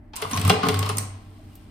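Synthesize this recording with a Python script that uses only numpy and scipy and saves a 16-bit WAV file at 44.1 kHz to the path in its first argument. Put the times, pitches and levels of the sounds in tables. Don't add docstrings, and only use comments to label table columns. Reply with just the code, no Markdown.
import sys
import numpy as np
from scipy import signal
from scipy.fft import rfft, irfft, next_fast_len
from scipy.io import wavfile
from scipy.ndimage import map_coordinates

SR = 44100
rng = np.random.default_rng(int(sys.argv[2]) if len(sys.argv) > 2 else 0)


def unload_audio(sound):
    columns = np.transpose(np.atleast_2d(sound))
    steps = np.round(np.clip(columns, -1, 1) * 32767)
    wavfile.write(sys.argv[1], SR, steps.astype(np.int16))


N = 74970

# start in seconds, then how hard it drives each of the five parts
# (low thud, housing, frame, steel, wire) in relative dB.
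CONTACTS = [(.1345,-63,-45,-36.5,-36.5,-63), (.157,-60,-49,-57,-47,-31.5), (.163,-55,-65,-47,-54,-24),
            (.169,-52,-55,-42,-38,-26), (0.2181,-46,-52,-34,-40,-27), (.222,-36,-32.5,-21.5,-23.5,-28.5),
            (.247,-26.5,-30.5,-21,-44,-43), (0.298,-48,-41,-43,-50,-39), (0.312,-22,-36,-29,-30,-29),
            (.332,-19,-33,-22.5,-31.5,-42), (.363,-31,-39,-30,-40,-28), (0.373,-19,-25.5,-24.5,-22,-26),
            (0.396,-27,-38,-42,-47.5,-28.5), (0.4142,-28,-42,-44,-28,-23.5), (0.45,-14,-35.5,-17.5,-26,-25),
            (0.4781,-26,-29,-20,-33,-20.5), (0.4963,-11,-11,-16,-12,-16), (0.4994,-19,-9,-8.5,-32,-19),
            (.513,-11,-16,-27,-33,-36), (.537,-20,-23,-17,-48,-40), (.632,-35,-43,-10.5,-25.5,-35),
            (.638,-14,-28,-19,-31,-45), (0.655,-44,-22,-19.5,-38,-41), (.667,-36,-22.5,-16,-27.5,-33),
            (.686,-21,-21.5,-17,-16,-18), (.703,-33,-18.5,-30,-45,-50), (0.73,-40,-46,-48,-34,-39),
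            (0.7423,-29,-29.5,-20,-26.5,-25), (0.7908,-42,-46,-27,-29.5,-19), (.827,-45,-28,-34,-24,-32),
            (.861,-34,-47,-28,-30,-31), (0.891,-46,-32,-46,-26.5,-23.5), (0.8964,-36,-23.5,-16,-29.5,-42),
            (0.9708,-44,-31,-38,-37,-21), (0.9824,-40,-45,-35,-29,-14.5)]
def contacts(part, attack_s, t60, snap_share):
    t = np.arange(SR // 5) / SR
    burst_shape = (amp(-60 * t / t60) * (1 - np.exp(-t / attack_s))) ** 2
    snap_delay_s = .0006
    power, snaps = np.zeros(N + len(t)), np.zeros(N)
    for (start, *levels), sign in zip(CONTACTS, rng.choice([-1, 1], len(CONTACTS))):
        burst = amp(levels[part]) ** 2 * burst_shape
        power[round(start * SR):][:len(t)] += burst
        snaps[round((start + snap_delay_s) * SR)] += sign * np.sqrt(snap_share * burst.sum())
    tiny_impacts = np.sqrt((1 - snap_share) * power[:N]) * rng.standard_normal((2, N))
    return tiny_impacts + [snaps, np.zeros(N)]


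# frequency in Hz, relative level in dB.
BODY_TONE = [(76, -47), (130, -3), (172, -9), (285, -13.5), (335, -17.5), (427, -5), (543, -12.5),
             (664, -7), (881, -7.5), (1080, -4), (1220, -7.5), (1460, -11), (1750, -19), (3260, -17),
             (3750, -21), (7010, -20), (8400, -17.5), (10100, -18), (11600, -27), (14500, -18.5),
             (16000, -33)]
# frequency in Hz, width in Hz, boost or dip in dB.
RESONANCES = [(172.5, 10.5, -0.5), (228, 34, 5), (274.3, 6.4, 10), (437.4, 9.9, 10.5), (667, 5.5, -1),
              (791, 54, 4.5), (1052, 84, 5.5), (1430, 12, -21), (2030, 60, 4.5), (2730, 105, 2),
              (3345, 19, 0.5), (4020, 54, 3), (8257, 57, 9), (9800, 78, 0.5)]
def body(force, low_hz, high_hz):
    def gain(f):
        peaks = 1 + sum((amp(db) ** 2 - 1) / (1 + (2 * (f - hz) / width) ** 2)
                        for hz, width, db in RESONANCES)
        band = 1 / (1 + (low_hz / (f + 1)) ** 14) / (1 + (f / high_hz) ** 14)
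        return unit(amp(along(BODY_TONE, f)) * np.sqrt(np.abs(peaks) * band))
    return filtered(force, gain)


# lowest and highest frequency in Hz, contact gain in dB,
# rise and fade time in seconds, snap share (0-1), echo level in dB, left-right likeness (0-1),
# how much louder the left side is in dB, how much later it is in seconds.
PARTS = [(132, 298, -5, 0.0042, 0.062, 0.72, -4.5, 0.98, -1, 0),
         (368, 744, -1.5, 0.0017, 0.062, 0.55, -6, 0.94, 1.5, 0),
         (734, 1720, -0.5, 0.0015, 0.048, 0.34, -8, 0.89, 2, 0.00067),
         (1703, 5090, 0.5, 0.00083, 0.052, 0.16, -4, 0.29, 1.6, 0),
         (4470, 12930, 2, 0.00049, 0.015, 0.04, -4, 0.38, -2, 0.0013)]
# time in seconds, then each part's relative dB.
RATTLE_LEVELS = [(.12, -82, -69, -82, -78, -85), (0.159, -62, -53, -41, -39, -54),
                 (.24, -43.5, -32, -32.5, -42, -55), (.29, -58, -50, -37.5, -46, -46),
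                 (.34, -35, -36.5, -31, -30.5, -38), (.42, -30, -38.5, -34.5, -38, -50),
                 (.49, -27, -32, -30.5, -27, -32), (.55, -35, -36, -37, -43, -58),
                 (.62, -28, -37, -49, -34.5, -58), (.66, -20.5, -39, -23, -29, -40.5),
                 (.71, -38.5, -34, -38, -51, -47), (0.758, -32, -54, -34.5, -36, -47),
                 (.88, -35.5, -37, -30, -36.5, -45.5), (.95, -32.5, -43, -53, -48, -54),
                 (1.02, -35, -39, -42, -54, -60), (1.09, -61, -54.5, -53, -53, -67),
                 (1.252, -52.5, -62, -60.5, -60, -65.5)]
def mechanism():
    out = np.zeros((2, N))
    for part, (rattle_db, row) in enumerate(zip(curves(RATTLE_LEVELS), PARTS)):
        low_hz, high_hz, gain_db, attack_s, t60, snap_share, room_db, alike, pan_db, lag_s = row
        force = amp(gain_db) * contacts(part, attack_s, t60, snap_share) + rattle(rattle_db)
        direct = body(stereo(force, alike), low_hz, high_hz)
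        echo = amp(room_db) * room(direct, alike ** 12)
        out += placed(direct + echo, pan_db, lag_s)
    return out


def rattle(level_db, gain_db=-5, knocks_per_s=420, spread_db=3, knock_share=0.47):
    sizes = (rng.random(N) < knocks_per_s / SR) * amp(spread_db * rng.standard_normal(N))
    knocks = np.sqrt(knock_share) * unit(sizes * rng.choice([-1, 1], (2, N)))
    friction = np.sqrt(1 - knock_share) * rng.standard_normal((2, N))
    return amp(level_db + gain_db) * (knocks + friction)


# start in seconds, level in dB, tilt toward the treble in dB per octave.
BLOWS = [(.222, -36.5, -0.5), (.498, -20.5, 0), (0.632, -31.5, -2), (0.669, -36.5, -9), (.687, -35.5, 3.5),
         (.894, -36, -2.5)]
# pitch in Hz, relative level in dB, fade time in seconds.
HEAD_TONES = [(174.3, -8.5, 0.17), (409, -1, 0.32), (433.8, 3, .3), (674, -17, 0.27), (820, -3.5, .2),
              (1060, 1, 0.14), (1432, 0.5, 0.098), (2149, -4, 0.15), (2793, 3.5, 0.056), (3190, 0, 0.083),
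              (3400, -2, 0.077), (3476, -3.5, 0.12), (3942, -5, 0.093)]
def head_ring(attack_s=0.003, room_db=-13.5):
    out, t = np.zeros(N), np.arange(SR // 3) / SR
    for start, blow_db, tilt_db in BLOWS:
        ring = np.zeros(len(t))
        for hz, tone_db, t60 in HEAD_TONES:
            chance_db, phase = rng.standard_normal(2)
            level_db = tone_db + tilt_db * np.log2(hz / 1000) + chance_db
            ring += amp(level_db - 60 * t / t60) * np.sin(2 * np.pi * (hz * t + phase))
        out[round(start * SR):][:len(t)] += amp(blow_db) * (1 - np.exp(-t / attack_s)) * ring
    return out + amp(room_db) * room(out[None], alike=0.4)


# start in seconds, pitch in Hz, level in dB.
THUMPS = [(.329, 239, -15.5), (0.474, 155, -7.5), (0.501, 179, -4.5), (0.637, 173, -12)]
def thumps(t60=0.059):
    out, t = np.zeros(N), np.arange(SR // 8) / SR
    for start, hz, db in THUMPS:
        envelope = amp(db - 60 * t / t60) * (1 - np.exp(-t * hz))
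        out[round(start * SR):][:len(t)] += envelope * np.sin(2 * np.pi * hz * t)
    return out


# time in seconds, relative level in dB.
HUM_LEVEL = [(0.0, -49.5), (0.194, -52.5), (0.274, -36), (0.312, -45.5), (0.392, -21.5), (0.42, -34),
             (0.454, -16.5), (0.486, -14), (0.548, -42), (0.576, -26), (0.62, -44), (0.752, -22),
             (0.814, -21), (0.866, -27), (1.018, -29), (1.078, -36), (1.164, -35.5), (1.234, -52),
             (1.288, -40), (1.414, -48.5), (1.476, -42), (1.594, -58.5), (1.646, -44.5), (1.7, -53)]
# time in seconds, pitch in Hz.
HUM_PITCH = [(0, 100.7), (.4, 96.7), (.5, 96.84), (.72, 97.75), (.85, 99.2), (.95, 102.3), (1.0, 102.6),
             (1.08, 97.35), (1.7, 93.2)]
def drive_hum(gain_db=0.5, octave_db=-24.5):
    level_db, = curves(HUM_LEVEL)
    hz, = curves(HUM_PITCH)
    phase = 2 * np.pi * np.cumsum(hz) / SR
    return np.sqrt(2) * amp(level_db + gain_db) * (np.sin(phase) + amp(octave_db) * np.sin(2 * phase))


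# time in seconds, pitch in Hz, relative level in dB.
CAM_SONG = [(.125, 870.4, -83.5), (.14, 876.5, -41.5), (.18, 960, -48), (.255, 1050, -52), (.29, 1020, -67),
            (.35, 1030, -30.5), (.39, 1095, -33), (.42, 1091, -42), (.46, 1086, -35), (.58, 1082, -58),
            (.64, 1070, -45), (.70, 1101, -44), (.80, 1091, -37), (.87, 1085, -34.5), (.93, 1070, -58),
            (1.0, 1060, -53), (1.08, 1050, -74), (1.3, 1140, -90)]
def cam(gain_db=-1.5, roughness=1.04):
    hz, level_db = curves(CAM_SONG)
    tone = np.sqrt(2) * np.sin(2 * np.pi * np.cumsum(hz) / SR + roughness * wobble(130))
    flutter_db = 2.3 * wobble(79)
    return amp(level_db + gain_db + flutter_db) * tone * amp([[1.8], [-1.8]])


# start in seconds, length in seconds, pitch in Hz, level in dB.
WIRE_SQUEAKS = [(.311, 0.013, 8300, -38), (.312, 0.018, 9900, -38.5), (0.333, 0.003, 5920, -23),
                (.334, .04, 9900, -46), (.34, 0.0095, 6120, -33), (0.371, 0.008, 5770, -37),
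                (0.886, 0.024, 9800, -37), (0.984, 0.004, 8170, -20.5)]
def squeaks(room_db=-8):
    direct = rubs(WIRE_SQUEAKS, roughness=1, rate=620)
    return placed(direct, pan_db=-3, lag_s=.00022) + amp(room_db) * room(direct[None], alike=.3)


# time in seconds, level in dB.
SLIDE_LEVEL = [(1.2, -88), (1.43, -82), (1.452, -72), (1.48, -77.5), (1.535, -67), (1.57, -64), (1.61, -80),
               (1.7, -88)]
# frequency in Hz, relative level in dB.
SLIDE_TONE = [(300, -17), (1200, -12), (3000, -6), (6500, -10), (10000, -8), (15000, -12)]
FLICK_TONE = [(1000, -22), (3500, -9), (7000, -10), (8500, 1), (11000, -5), (13000, 2), (15000, -3)]
# start in seconds, length in seconds, pitch in Hz, level in dB.
PAPER_RUBS = [(1.383, 0.03, 644, -52), (1.508, 0.035, 2880, -66), (1.57, .028, 2860, -65)]
def paper(flick_at_s=1.554, flick_db=-43.5, flick_t60=0.034, room_db=-9):
    def hiss(tone):
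        noise = stereo(rng.standard_normal((2, N)), alike=.4)
        return unit(filtered(noise, lambda f: amp(along(tone, f))))
    slide_db, = curves(SLIDE_LEVEL)
    t = np.arange(N) / SR - flick_at_s
    flick = hiss(FLICK_TONE) * (t > 0) * amp(flick_db - 60 * np.abs(t) / flick_t60)
    brush = hiss(SLIDE_TONE) * amp(slide_db + 1.5 * wobble(70))
    flick_echo = amp(room_db) * room(flick, alike=.3)
    return brush + flick + flick_echo + rubs(PAPER_RUBS, roughness=0.75, rate=181.5)


# pitch in Hz, level in dB.
IDLE_TONES = [(199.2, -61.5), (236.9, -56), (301.5, -58.5), (602.9, -71), (796.7, -72.5), (1340, -82)]
def idle_motor():
    t = np.arange(N) / SR
    return sum(np.sqrt(2) * amp(db + 1.1 * wobble(7.56)) * np.sin(2 * np.pi * hz * t + 0.55 * wobble(9))
               for hz, db in IDLE_TONES)


# frequency in Hz, relative level in dB.
RUMBLE_TONE = [(15, -26), (25, 3), (114, -4.5), (149, -13.5), (317, -8.5), (531, -31.5), (624, -18.5),
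               (863, -25.5), (1330, -33), (1480, -32.5), (2000, -31.5), (3080, -49), (6050, -67),
               (13200, -76), (16000, -61)]
# frequency in Hz, likeness (0-1).
RUMBLE_ALIKE = [(50, 0.94), (250, 0.89), (800, 0.2), (3000, 0.24)]
def room_rumble(level_db=-47):
    def noise(sign):
        return filtered(rng.standard_normal(N),
                        lambda f: amp(along(RUMBLE_TONE, f)) * np.sqrt(1 + sign * along(RUMBLE_ALIKE, f)))
    mid, side = noise(1), noise(-1)
    return amp(level_db) * unit(np.array([mid + side, mid - side]))


# frequency in Hz, seconds to fade by 60 dB.
ROOM_FADE = [(150, 0.43), (1000, 0.74), (4000, 0.47), (9000, 0.37), (15000, 0.17)]
def room(x, alike, build_s=0.001):
    hz, t, noise = signal.stft(rng.standard_normal((2, SR * 2 // 3)), SR, nperseg=256)
    envelope = amp(-60 * t / along(ROOM_FADE, hz)[:, None]) * (1 - np.exp(-t / build_s))
    tail = signal.istft(noise * envelope, SR, nperseg=256)[1]
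    tail = stereo(tail / np.linalg.norm(tail[0]), alike)
    return signal.fftconvolve(x.mean(axis=0)[None], tail, axes=1)[:, :N]


def rubs(rows, roughness, rate):
    out = np.zeros(N)
    for start, length, hz, db in rows:
        t = np.arange(round(length * SR)) / SR
        tone = np.sqrt(2) * np.sin(2 * np.pi * hz * t + roughness * wobble(rate, size=len(t)))
        out[round(start * SR):][:len(t)] += amp(db) * np.sin(np.pi * t / length) * tone
    return out


def amp(db):
    return 10 ** (np.asarray(db) / 20)


def unit(x):
    return x / np.sqrt(np.mean(x ** 2) + 1e-20)


def along(points, hz):
    freqs, values = np.transpose(points)
    return np.interp(np.log(hz + 1), np.log(freqs + 1), values)


def curves(rows):
    times, *columns = np.transpose(rows)
    return [np.interp(np.arange(N) / SR, times, column) for column in columns]


def wobble(rate, size=N):
    points = rng.standard_normal(4096)
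    at = np.arange(0, size + 8, 8)
    return np.interp(np.arange(size), at, map_coordinates(points, [at * rate / SR], mode="mirror"))


def filtered(x, gain):
    taps = 16384
    cepstrum = irfft(np.log(np.maximum(gain(np.fft.rfftfreq(taps, 1 / SR)), 1e-6)), taps)
    cepstrum[1:taps // 2] *= 2
    cepstrum[taps // 2 + 1:] = 0
    response = irfft(np.exp(rfft(cepstrum)))
    size = next_fast_len(N + taps, real=True)
    return irfft(rfft(x, size) * rfft(response, size), size)[..., :N]


def stereo(pair, alike):
    angle = np.arccos(np.clip(alike, 0, 1)) / 2
    return np.cos(angle) * pair[0] + np.sin(angle) * np.array([pair[1], -pair[1]])


def placed(x, pan_db, lag_s):
    size = next_fast_len(N + SR // 10)
    delay = np.exp(-1j * np.pi * lag_s * np.fft.rfftfreq(size, 1 / SR) * [[1], [-1]])
    return irfft(rfft(x, size) * delay, size)[:, :N] * amp([[pan_db / 2], [-pan_db / 2]])


def scene():
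    machine = mechanism() + head_ring() + thumps() + drive_hum() + squeaks() + cam()
    return machine + paper() + idle_motor() + room_rumble()


# frequency in Hz, boost or cut in dB.
MIC_TONE = [(100, -2), (7000, 0), (10300, 1.5), (11000, -3), (11450, -11.5), (12200, 7), (13500, 5),
            (15000, 7), (16000, -4)]
def record(dry, top_hz=16450):
    sound = filtered(dry, lambda f: amp(along(MIC_TONE, f)))
    return signal.sosfilt(signal.ellip(10, .1, 90, top_hz, fs=SR, output="sos"), sound)


dry = scene()
out = record(dry)
unload_audio(out)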